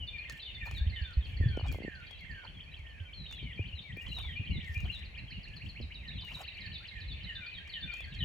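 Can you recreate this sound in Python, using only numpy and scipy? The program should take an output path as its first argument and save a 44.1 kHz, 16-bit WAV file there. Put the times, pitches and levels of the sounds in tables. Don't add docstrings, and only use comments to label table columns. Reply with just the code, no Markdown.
import sys
import numpy as np
from scipy import signal
from scipy.fft import rfft, irfft, next_fast_len
from scipy.io import wavfile
from scipy.ndimage import uniform_filter1d

SR = 44100
rng = np.random.default_rng(int(sys.argv[2]) if len(sys.argv) > 2 else 0)


def log_audio(samples):
    frames = np.atleast_2d(samples).T
    limited = np.clip(frames, -1, 1)
    pcm = np.round(limited * 32767).astype(np.int16)
    wavfile.write(sys.argv[1], SR, pcm)


N = 363384

NOTE_KINDS = {"whistle": (0.42, 10, 27, 0), "slide": (0.8, 15, 28, 0), "whip": (0.83, 22, 0, 0),
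              "chip": (0.58, 19, 1250, 6), "soft chip": (0.6, 18, 700, 13)}
# offset_s, length_s, first_hz, mid_hz, last_hz, level_db, pan_db, kind
SLUR = [(-.044, .013, 1420, 1760, 2050, -4.5, -18, "whip"),
        (-.032, .029, 2070, 2080, 1950, -3.5, -11, "whistle"),
        (.001, .05, 1920, 1800, 1700, 4.5, -6, "whistle"),
        (.057, .118, 1680, 1520, 1380, -2.5, -4.5, "whistle")]
TUNE = [(.001, .044, 3120, 2960, 2780, 4.5, 3, "whistle"), (.085, .03, 3610, 3570, 3550, 3.5, 3, "whistle"),
        (.141, .045, 2470, 2380, 2290, 2.5, 6, "whistle"),
        (.191, .043, 2340, 2460, 2510, 4, 4.5, "whistle"),
        (.253, .023, 2540, 2510, 2460, -2.5, 4, "whistle")]
LILT = [(-.125, .05, 2330, 2250, 2100, -14, 8, "whistle"),
        (-.074, .031, 2150, 1940, 1780, -8, 2, "whistle"), (.002, .041, 2350, 2430, 2600, -3, 5, "whistle"),
        (.043, .032, 2790, 2810, 2740, -8, 1, "whistle"), (.093, .012, 3140, 3800, 4650, -18, 3, "whip"),
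        (.109, .017, 3300, 3040, 2930, -9.5, 4.5, "whistle"),
        (.151, .021, 2630, 2840, 2940, -3.5, 6, "whistle"), (.177, .052, 4120, 3900, 3380, -5, 4, "slide")]
PHRASES = {"slur": SLUR, "slur cut short": SLUR[:3], "tune": TUNE, "tune cut short": TUNE[:2],
           "lilt": LILT, "end of lilt": LILT[6:],
           "drop": [(-.003, .048, 4280, 3760, 3450, 0, 1.5, "slide")],
           "quick whip and chip": [(-.045, .026, 1950, 2650, 3350, -6, -1.5, "whip"),
           (0, .014, 4600, 4350, 4120, 0, 4, "soft chip")],
           "whip and faint chip": [(-.026, .026, 1600, 2550, 3450, 0, 1, "whip"),
           (.02, .018, 4550, 4350, 4200, -17, 2.5, "soft chip")],
           "low whip": [(-.031, .031, 1500, 2200, 2950, 0, -3.5, "whip")],
           "whip and chip": [(-.044, .027, 1600, 2500, 3420, 0.5, 7, "whip"),
           (-.001, .024, 4420, 4290, 3850, 2, .6, "chip")],
           "whip and deep chip": [(-.044, .027, 1600, 2450, 3300, 0.5, 6, "whip"),
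           (-.001, .024, 4500, 4100, 3550, 3, -1.2, "chip")],
           "whip and low chip": [(-.044, .027, 1600, 2450, 3200, 0, 6, "whip"),
           (-.001, .024, 4150, 3900, 3550, 4, -1, "chip")],
           "long slide": [(0, .2, 3500, 3050, 2620, 0, 4, "slide")],
           "shallow slide": [(0, .19, 3450, 3220, 2850, 0, 5, "slide")],
           "short slide": [(0, .115, 3330, 2980, 2740, 0, -1, "slide")],
           "late whip and chip": [(-.042, .026, 1800, 2500, 3280, -3, 1.5, "whip"),
           (0, .016, 4500, 4350, 4200, 1, 4, "soft chip")],
           "steep drop": [(0, .024, 4150, 3800, 3400, 0, 2.5, "slide"),
           (.026, .035, 3300, 3200, 3150, -5, -1.5, "whistle")]}
PHRASE_CUES = {"slur": [(.959, -51.5), (1.411, -52), (1.856, -52.5), (2.288, -52.5), (7.291, -52.5),
               (7.753, -53.5)], "slur cut short": [(.285, -52), (.608, -53), (6.059, -64.5), (6.63, -57),
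               (6.953, -52.5), (8.202, -54)], "tune": [(-.009, -47), (.462, -49), (7.27, -49),
               (7.738, -45.5)], "tune cut short": [(.96, -48.5), (8.206, -46.5)], "lilt": [(3.576, -41.5),
               (3.965, -41), (4.354, -41.5), (4.745, -39.5)], "end of lilt": [(3.177, -47)],
               "drop": [(.4, -44), (.751, -45), (.93, -50.5), (6.162, -48), (6.728, -47), (7.083, -45)],
               "steep drop": [(7.54, -45), (7.72, -46), (8.112, -50.5), (8.188, -44.5)],
               "quick whip and chip": [(0.0682, -55), (0.1825, -53.5), (0.2992, -53), (0.4229, -47.5),
               (0.5432, -51), (0.6609, -53), (0.7776, -52), (0.8969, -47), (1.0166, -51.5), (1.1323, -52.5),
               (1.2491, -51), (1.3668, -51.5), (1.482, -52), (1.5953, -53.5), (1.7145, -52.5),
               (1.8302, -56), (1.95, -52.5), (2.0657, -57), (2.1889, -54.5), (2.3092, -56), (2.4448, -56)],
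               "whip and faint chip": [(2.357, -52.5), (2.482, -49), (2.612, -48), (2.748, -47.5),
               (2.877, -49.5), (3.008, -53.5), (3.139, -49.5), (3.27, -48), (3.406, -44), (3.536, -48),
               (3.665, -47), (3.797, -45), (3.932, -48.5), (4.072, -44), (4.205, -44.5), (4.341, -46),
               (4.482, -42), (4.618, -46)], "low whip": [(4.762, -53), (4.905, -47), (5.047, -48),
               (5.192, -48.5), (5.335, -46), (5.483, -46.5), (5.628, -47.5), (5.779, -48.5), (5.932, -46.5),
               (6.124, -44), (6.305, -47.5), (6.493, -42.5), (6.685, -48.5), (6.872, -46.5), (6.997, -66)],
               "whip and chip": [(5.0484, -55), (5.1771, -52), (5.3044, -53), (5.4335, -54),
               (5.5614, -53.5), (5.6874, -50.5)], "whip and deep chip": [(5.8154, -52), (6.2103, -50),
               (6.6079, -49.5), (6.7411, -50), (6.8778, -49), (7.005, -51), (7.235, -50.5), (7.7293, -55)],
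               "whip and low chip": [(5.9449, -49), (6.0786, -47), (6.341, -47.5), (6.4757, -45.5),
               (7.3507, -53)], "long slide": [(6.125, -51.5)], "shallow slide": [(1.43, -51)],
               "short slide": [(5.272, -51.5)], "late whip and chip": [(6.4308, -50.5), (6.5425, -50),
               (6.6568, -52), (6.777, -56), (7.1192, -54), (7.4629, -50.5), (7.5772, -57), (7.6934, -53),
               (7.8062, -57.5), (7.9164, -51), (8.0396, -54), (8.1469, -53.5)]}
# start_s, length_s, first_hz, mid_hz, last_hz, level_db, pan_db
WHISTLES = [(.236, .02, 3050, 2750, 2450, -50, 4), (.39, .015, 2300, 3000, 3550, -54.5, 5),
            (.451, .021, 3710, 3630, 3400, -42, 2), (.563, .029, 1920, 2090, 2060, -57.5, -8),
            (.705, .016, 3110, 2880, 2620, -53, 3), (.769, .013, 2210, 1860, 1610, -55.5, -1),
            (.786, .115, 1570, 1790, 2340, -60.5, -3), (1.031, .064, 2410, 2370, 2340, -58.5, 0),
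            (1.21, .011, 3640, 3590, 3510, -54.5, 1), (1.224, .044, 3320, 3230, 3140, -51.5, 1),
            (1.328, .037, 2450, 2280, 2250, -58.5, -8), (1.673, .04, 3320, 3260, 3100, -55, 3),
            (1.685, .033, 2450, 2400, 2320, -49.5, -1), (1.72, .1, 2240, 2080, 1950, -57, -1),
            (2.107, .051, 3320, 3280, 3100, -54, 7), (2.154, .022, 3980, 3950, 3880, -57, 0),
            (2.2, .045, 2300, 2130, 1950, -56, -1), (2.544, .057, 3470, 3280, 3120, -58, 1),
            (2.663, .045, 2260, 2430, 2640, -56.5, -3), (2.717, .017, 3940, 3910, 3810, -58.5, 0),
            (2.765, .048, 2700, 2330, 2100, -54, 0), (2.843, .101, 1860, 1810, 1730, -59.5, -6),
            (2.951, .13, 1710, 1570, 1420, -67, -6), (2.896, .024, 3140, 3010, 2810, -57.5, 0),
            (2.941, .054, 2440, 2540, 2640, -59.5, 0), (3.053, .031, 3140, 3130, 3090, -56.5, 5),
            (3.076, .044, 2390, 2290, 2180, -59, 0), (3.14, .375, 4350, 3520, 2800, -52.5, 0),
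            (3.39, .11, 2450, 2250, 2080, -57, -1), (3.5, .12, 3400, 3200, 2900, -59, 1),
            (3.96, .15, 1800, 1920, 2100, -58, -4), (4.09, .32, 4100, 3500, 2650, -50.5, 1),
            (4.424, .24, 2630, 2170, 1800, -54.5, -4), (4.64, .11, 1870, 1840, 1760, -54.5, 1),
            (5.124, .084, 2640, 2420, 2260, -59.5, 3), (5.165, .07, 1720, 1990, 2110, -59, -4),
            (5.494, .031, 2330, 2480, 2690, -58, 0), (5.512, .1, 1720, 1760, 2000, -61, 0),
            (5.968, .06, 2900, 2600, 2250, -56, 0), (6.031, .079, 2160, 1860, 1730, -56.5, -4),
            (6.128, .04, 1900, 2200, 2500, -60, -5), (6.55, .06, 2400, 2330, 2160, -52.5, -2),
            (6.805, .07, 1300, 1750, 2500, -59, -4), (6.912, .022, 2200, 2120, 2000, -53, -6),
            (7.125, .022, 3500, 3380, 3270, -52, -1), (7.516, .013, 3240, 2910, 2610, -52.5, 2),
            (7.577, .017, 2090, 1890, 1620, -50, -1), (7.6, .032, 1590, 1620, 1670, -57, -7),
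            (8.001, .053, 3580, 3310, 3110, -52, -1), (8.043, .02, 2150, 1870, 1680, -51, 0),
            (8.073, .05, 1590, 1630, 1700, -57.5, -3)]
# time_s, rumble_db, flutter_db
WIND_LEVELS = [(0, -42.5, -56.5), (.35, -56.5, -61.5), (.8, -37.5, -63), (1.1, -47.5, -68),
               (1.45, -30, -56), (1.8, -47, -55), (2.1, -51.5, -65), (2.6, -55, -62), (2.9, -48.5, -68),
               (3.45, -49, -50.5), (3.9, -56.5, -53.5), (4.25, -44.5, -49.5), (4.5, -47, -41),
               (4.7, -39, -48.5), (5.1, -48.5, -57.5), (5.8, -48, -51), (6.3, -51, -54), (6.8, -50, -63),
               (7.5, -49, -58), (8.0, -50.5, -66), (8.24, -46, -43)]
# start_s, level_db, pitch_hz
THUDS = [(0.625, -34, 69), (0.811, -21.5, 64.8), (0.866, -20, 75), (1.014, -26, 69.6), (1.17, -18.5, 64),
         (1.401, -18.5, 85), (1.459, -18, 111), (1.628, -25, 87), (2.792, -39, 75.6), (3.006, -32.5, 86),
         (3.597, -25.5, 94), (3.736, -32.5, 75), (4.396, -28, 103), (4.499, -26.5, 75),
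         (4.584, -34.5, 71.6), (4.695, -30, 78), (4.767, -27, 83), (4.87, -32.5, 73), (5.803, -43, 158),
         (5.815, -33, 74), (6.175, -35, 92.6), (8.224, -36, 123)]
# start_s, level_db, pitch_hz
PUFFS = [(1.409, -30, 250), (1.574, -22, 383), (1.438, -35.5, 265), (1.596, -27.5, 890), (1.551, -42, 606),
         (1.612, -31, 900), (1.67, -43, 910), (1.714, -36, 253.6), (1.728, -40, 603), (1.821, -34, 450),
         (1.838, -34.5, 253), (1.746, -30, 815), (1.756, -35, 347), (1.786, -32, 472), (1.804, -32.5, 267),
         (1.848, -27, 284), (1.88, -26.5, 292), (3.428, -37.5, 226), (3.593, -28.5, 270), (3.604, -46, 450),
         (3.971, -37, 325), (5.801, -37, 336), (5.81, -40, 447)]
# start_s, crack_db, body_offset_db, knock_offset_db
SNAPS = [(0.2975, -49.5, 5.5, 6), (0.3224, -48, -10, -6), (0.374, -61, -3, -11), (0.7122, -55, -29, 8.5),
         (0.739, -57, -23, -3), (0.765, -56, -16, -19), (1.1089, -77, -1, 13), (1.5144, -66, -9, 1),
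         (1.571, -76, 3, 16.5), (1.665, -60, -10, 2), (1.6734, -68, 6, -4), (1.6832, -57, 3, -4),
         (1.717, -59, -9, 8), (1.725, -38.5, -22, -25), (1.7356, -66, -6, 5), (1.746, -67, -5, 2),
         (2.002, -78, -2, 12), (2.1108, -67, -12, 12.5), (2.2094, -60, -12, -13), (2.792, -74, -1, 10),
         (3.312, -67, -2, 12), (3.3252, -62.5, 3, 9.5), (3.9709, -48, -22, -19), (4.021, -51, -18, -23),
         (4.085, -71, -7, -2), (4.134, -72, 5, -4), (4.1872, -59.5, -13, 8.5), (4.6303, -71, -2, -10),
         (4.6453, -62, -3, -7), (4.7217, -71, -4, -5), (4.7448, -49, -9, -22), (4.7768, -57, -3, -9),
         (4.804, -48.5, -13, -3), (4.9174, -60, -17, -4), (4.9484, -69, 3, 7), (4.9931, -69, 8, 7),
         (5.4845, -71, 5, -2), (5.5675, -62, -14, 0), (6.2492, -53, -21, -16), (6.2884, -63, -1, -14),
         (6.2963, -63, -6, -11), (6.357, -64, -6, 8), (6.573, -64, -5, -9), (6.872, -75, 4, 2),
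         (7.676, -67, 4, 10), (7.939, -52.5, -17, 4), (8.0053, -53, -17, 1), (8.141, -79, 15, 9),
         (8.149, -80, 15, 8)]
# start_s, length_s, level_db
CRUNCHES = [(0.292, 0.04, -54.5), (0.645, 0.13, -63), (1.223, 0.1, -66), (1.665, 0.081, -63),
            (3.306, .04, -66), (3.96, 0.3, -66), (4.635, 0.3, -64.5), (5.486, 0.39, -75.5),
            (6.228, 0.19, -60.5), (7.67, 0.033, -67), (7.923, 0.062, -59), (8.135, 0.03, -68)]
# low_hz, high_hz, relative_db
GRAIN_BANDS = [(4230, 6000, 5), (6300, 8300, 3), (10100, 12500, 1.5), (13200, 15000, 3.5)]
# start_s, level_db, pitch_hz
GURGLES = [(0.672, -43, 865), (1.654, -42.5, 738), (2.449, -44.5, 887), (4.067, -50.5, 1033),
           (4.177, -48, 900), (4.2, -47.5, 1070), (4.249, -51, 910), (4.853, -50, 690), (6.233, -52.5, 920),
           (6.32, -49, 960), (6.37, -49.5, 950), (6.405, -43, 730), (6.426, -52, 1080)]
# time_s, level_db
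CHORUS_LEVELS = [(0, -56), (1, -55.5), (2, -54), (3, -65), (4, -63.5), (5, -55), (6, -68.5), (6.5, -54),
                 (7, -54.5), (7.6, -55), (8.24, -53)]
# frequency_hz, relative_db
HISS_SPECTRUM = [(150, 1.5), (300, -0.5), (600, -0.5), (1000, -4.5), (1400, -8.5), (2500, 4.5), (4200, -20),
                 (5500, -18.5), (8000, -25.5), (11500, -27), (13500, -32), (15800, -40.5)]
# frequency_hz, lead_rad
PORT_PHASE = [(0, 0), (400, -.9), (860, 1.3), (3200, .8), (7150, 0), (9000, -3.2), (13200, -9.4),
              (16500, -13.5)]

HOOK_S, EDGE_S, OVERTONE_DB = .0026, .00276, -36
BOUNCE_S, BOUNCE_DB = .007, -12
WOOD_T60_S, WOOD_DB = .46, -2
SNAP_S, SNAP_TAIL_S, SNAP_TAIL_DB = .001, .012, -8
GRAINS_PER_S, GRAIN_S, RUSTLE_DB, CRUNCH_FADE_S = 350, .0011, -24.5, .033
WIND_SIDE_DB, HISS_SIDE_DB, HISS_DB = -9.5, -2, -60.5
CUTOFF_HZ = 15800


def near_birds():
    out, notes = np.zeros((2, N)), song_notes()
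    wavers, delays = rng.standard_normal((len(notes), 40)), BOUNCE_S * (.5 + rng.random(len(notes)))
    for (start_s, pan_db, *sung), waver, delay_s in zip(notes, wavers, delays):
        sound = syrinx_note(*sung, waver)
        add(out, max(start_s - .002, 0), sound, pan_db)
        bounce_s = min(max(start_s, 0) + delay_s, (N - 1) / SR)
        add(out, bounce_s, undb(BOUNCE_DB) * sound, pan_db + 3 * waver[0])
    scattered = band(out, 1500, 9000, order=1)
    return out + undb(WOOD_DB) * wood_echo(scattered, WOOD_T60_S)


def syrinx_note(length_s, first_hz, mid_hz, last_hz, level_db, crest, sag_db, hook_hz, hook_fade_db, waver):
    u = np.linspace(0, 1, int((length_s + EDGE_S) * SR))
    t = u * (length_s + EDGE_S)
    knots = np.arange(len(waver))
    arc_hz = first_hz * (1 - u) * (1 - 2 * u) + 4 * mid_hz * u * (1 - u) + last_hz * u * (2 * u - 1)
    hook = np.exp(-t / HOOK_S)
    tremble = .0083 * min(1, .018 / length_s) * np.interp(t, knots * .00251, waver[::-1], period=.1)
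    phase = 2 * np.pi * np.cumsum(arc_hz * (1 + tremble) + hook_hz * hook) / SR
    edges = np.sin(np.pi / 2 * np.clip(np.minimum(t, t[::-1]) / EDGE_S, 0, 1)) ** 2
    waver_db = 2.85 * np.interp(t, knots * .00864, waver)
    waver_db += 2.07 * np.interp(t, knots * .0021, waver[::-1], period=.084)
    envelope = edges * undb(level_db - sag_db * abs(u - crest) + waver_db - hook_fade_db * hook)
    overtone = undb(OVERTONE_DB) * (arc_hz < 2100) * np.sin(4 * phase)
    return np.sqrt(2) * envelope * (np.sin(phase) + overtone)


def song_notes():
    notes = [(cue_s + offset_s, pan_db, *contour, cue_db + db, *NOTE_KINDS[kind])
             for name, cues in PHRASE_CUES.items()
             for cue_s, cue_db in cues
             for offset_s, *contour, db, pan_db, kind in PHRASES[name]]
    notes += [(start_s, pan_db, *contour, db, *NOTE_KINDS["whistle"])
              for start_s, *contour, db, pan_db in WHISTLES]
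    return [note for note in notes if note[0] < N / SR]


def wood_echo(x, t60_s):
    t = np.arange(SR) / SR
    trunks = 1 + 7 * (rng.random((2, SR)) < 60 / SR)
    envelope = np.exp(-np.log(1000) * t / t60_s) * np.clip(t / .0015, 0, 1)
    echoes = rng.standard_normal((2, SR)) * trunks * envelope
    return signal.fftconvolve(x, echoes / np.sqrt(np.sum(echoes ** 2) / 2), axes=1)[:, :N]


def wind():
    rumble_db, flutter_db = curves(WIND_LEVELS)
    throb = wander(17)
    rumble = unit_rms(band(stereo_noise(WIND_SIDE_DB), 44.2, 88)) * undb(rumble_db + 3.33 * throb)
    flutter = unit_rms(band(stereo_noise(WIND_SIDE_DB), 53.4, 181.5, order=3))
    flutter *= undb(flutter_db + 3.5 * throb + 5.9 * wander(35))
    thuds = tone_pulses(THUDS, cycles=1.93, glide=.0031, gain_db=.052)
    puffs = tone_pulses(PUFFS, cycles=.68, glide=.0034, gain_db=.12)
    return rumble + flutter + thuds + band(puffs, 85, 890)


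def litter():
    impulses = np.zeros((3, N))
    for start_s, db, body_db, knock_db in SNAPS:
        impulses[:, int(start_s * SR)] = undb([db, db + body_db, db + knock_db])
    crack, body, knock = (noise_bursts(hits, SNAP_S) + undb(SNAP_TAIL_DB) * noise_bursts(hits, SNAP_TAIL_S)
                          for hits in impulses)
    snaps = undb(15) * band(crack, 11000, 19000) + undb(29) * band(body, 4100, 7200)
    snaps += undb(31.5) * band(knock, 410, 2300, order=1)
    direct = np.tile(snaps + crunches(), (2, 1))
    return direct + undb(-8) * wood_echo(direct, t60_s=.04)


def crunches():
    out, drive = np.zeros((2, N))
    for start_s, length_s, db in CRUNCHES:
        drive[int(start_s * SR):int((start_s + length_s) * SR)] += undb(db)
    decay = np.exp(-1 / (CRUNCH_FADE_S * SR))
    envelope = signal.lfilter([1 - decay], [1, -decay], drive) * undb(5.1 * wander(25))
    for low_hz, high_hz, db in GRAIN_BANDS:
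        grains = (rng.random(N) < GRAINS_PER_S / SR) * rng.laplace(size=N)
        rustle = undb(RUSTLE_DB) * rng.standard_normal(N)
        out += undb(db + 10.5) * band(envelope * (noise_bursts(grains, GRAIN_S) + rustle), low_hz, high_hz)
    return out


def wavelets():
    bubbles = tone_pulses(GURGLES, cycles=6, glide=.05, gain_db=.1)
    splash = band(stereo_noise(-12.5), 524, 1500) * uniform_filter1d(abs(bubbles), int(.036 * SR))
    return bubbles + undb(20.5) * splash


def far_birds(count=1300):
    out, notes = np.zeros((2, N)), song_notes()
    chances, wavers = rng.random((count, 5)), rng.standard_normal((count, 40))
    for (when, which, pitch, distance, side), waver in zip(chances, wavers):
        _, _, length_s, first_hz, mid_hz, last_hz, _, *manner = notes[int(which * len(notes))]
        pitches_hz = np.array([first_hz, mid_hz, last_hz]) * (1 + .16 * (pitch - .5))
        loss_db = 14 * max(mid_hz / 1000 - 3.1, 0) + 16 * max(2.1 - mid_hz / 1000, 0) + 160 * length_s
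        sound = syrinx_note(length_s, *pitches_hz, -6 * distance - loss_db, *manner, waver)
        add(out, when * N / SR, sound, pan_db=8 * (side - .5))
    blurred = out + undb(2.5) * wood_echo(out, t60_s=.55)
    return unit_rms(blurred) * undb(curves(CHORUS_LEVELS)[0])


def shore_hiss():
    hz, db = np.transpose(HISS_SPECTRUM)
    bins_hz = np.arange(N // 2 + 1) * SR / N + 1
    colour = undb(np.interp(np.log(bins_hz), np.log(hz), db))
    hiss = irfft(rfft(stereo_noise(HISS_SIDE_DB)) * colour, N)
    return unit_rms(hiss) * undb(HISS_DB + .12 * wander(1))


def tone_pulses(table, cycles, glide, gain_db):
    out = np.zeros((2, N))
    for (start_s, db, hz), side in zip(table, rng.standard_normal(len(table))):
        u = np.arange(int(3 * cycles * SR / hz)) * hz / SR / cycles
        swell = 3 * u * np.exp(1 - 3 * u)
        tone = np.sin(2 * np.pi * cycles * u * (1 + glide * u))
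        add(out, start_s, undb(db + gain_db) * swell * tone, pan_db=2 * side)
    return out


def noise_bursts(impulses, fade_s):
    envelope = signal.lfilter([1], [1, -np.exp(-1 / (fade_s * SR))], impulses)
    return rng.standard_normal(N) * envelope * np.sqrt(2 / (fade_s * SR))


def wander(rate_hz):
    hold = int(SR / rate_hz)
    ramps = uniform_filter1d(np.repeat(rng.standard_normal(N // hold + 1), hold), hold)[:N]
    return ramps / ramps.std()


def stereo_noise(side_db):
    mid, side = rng.standard_normal((2, N))
    return mid + undb(side_db) * side * np.array([[1], [-1]])


def add(out, start_s, sound, pan_db):
    i = int(start_s * SR)
    out[:, i:i + len(sound)] += sound[:N - i] * undb([[pan_db / 2], [-pan_db / 2]])


def band(x, low_hz, high_hz, order=2):
    sos = signal.butter(order, [low_hz, min(high_hz, .45 * SR)], "bandpass", fs=SR, output="sos")
    return signal.sosfilt(sos, x)


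def curves(table):
    times_s, *columns = np.transpose(table)
    return [np.interp(np.arange(N) / SR, times_s, column) for column in columns]


def undb(db):
    return 10 ** (np.asarray(db) / 20)


def unit_rms(x):
    return x / np.sqrt(np.mean(x ** 2))


def scene():
    return near_birds() + far_birds() + wind() + wavelets() + litter() + shore_hiss()


def record(dry):
    size = next_fast_len(N + SR // 10)
    lead_rad = np.interp(np.arange(size // 2 + 1) * SR / size, *np.transpose(PORT_PHASE))
    spectrum = rfft(np.pad(dry, ((0, 0), (0, size - N)), "reflect"))
    ports = irfft(spectrum * np.exp(.5j * lead_rad * np.array([[1], [-1]])), size)[:, :N]
    return signal.sosfilt(signal.ellip(8, .2, 70, CUTOFF_HZ, fs=SR, output="sos"), ports)


dry = scene()
out = record(dry)
log_audio(out)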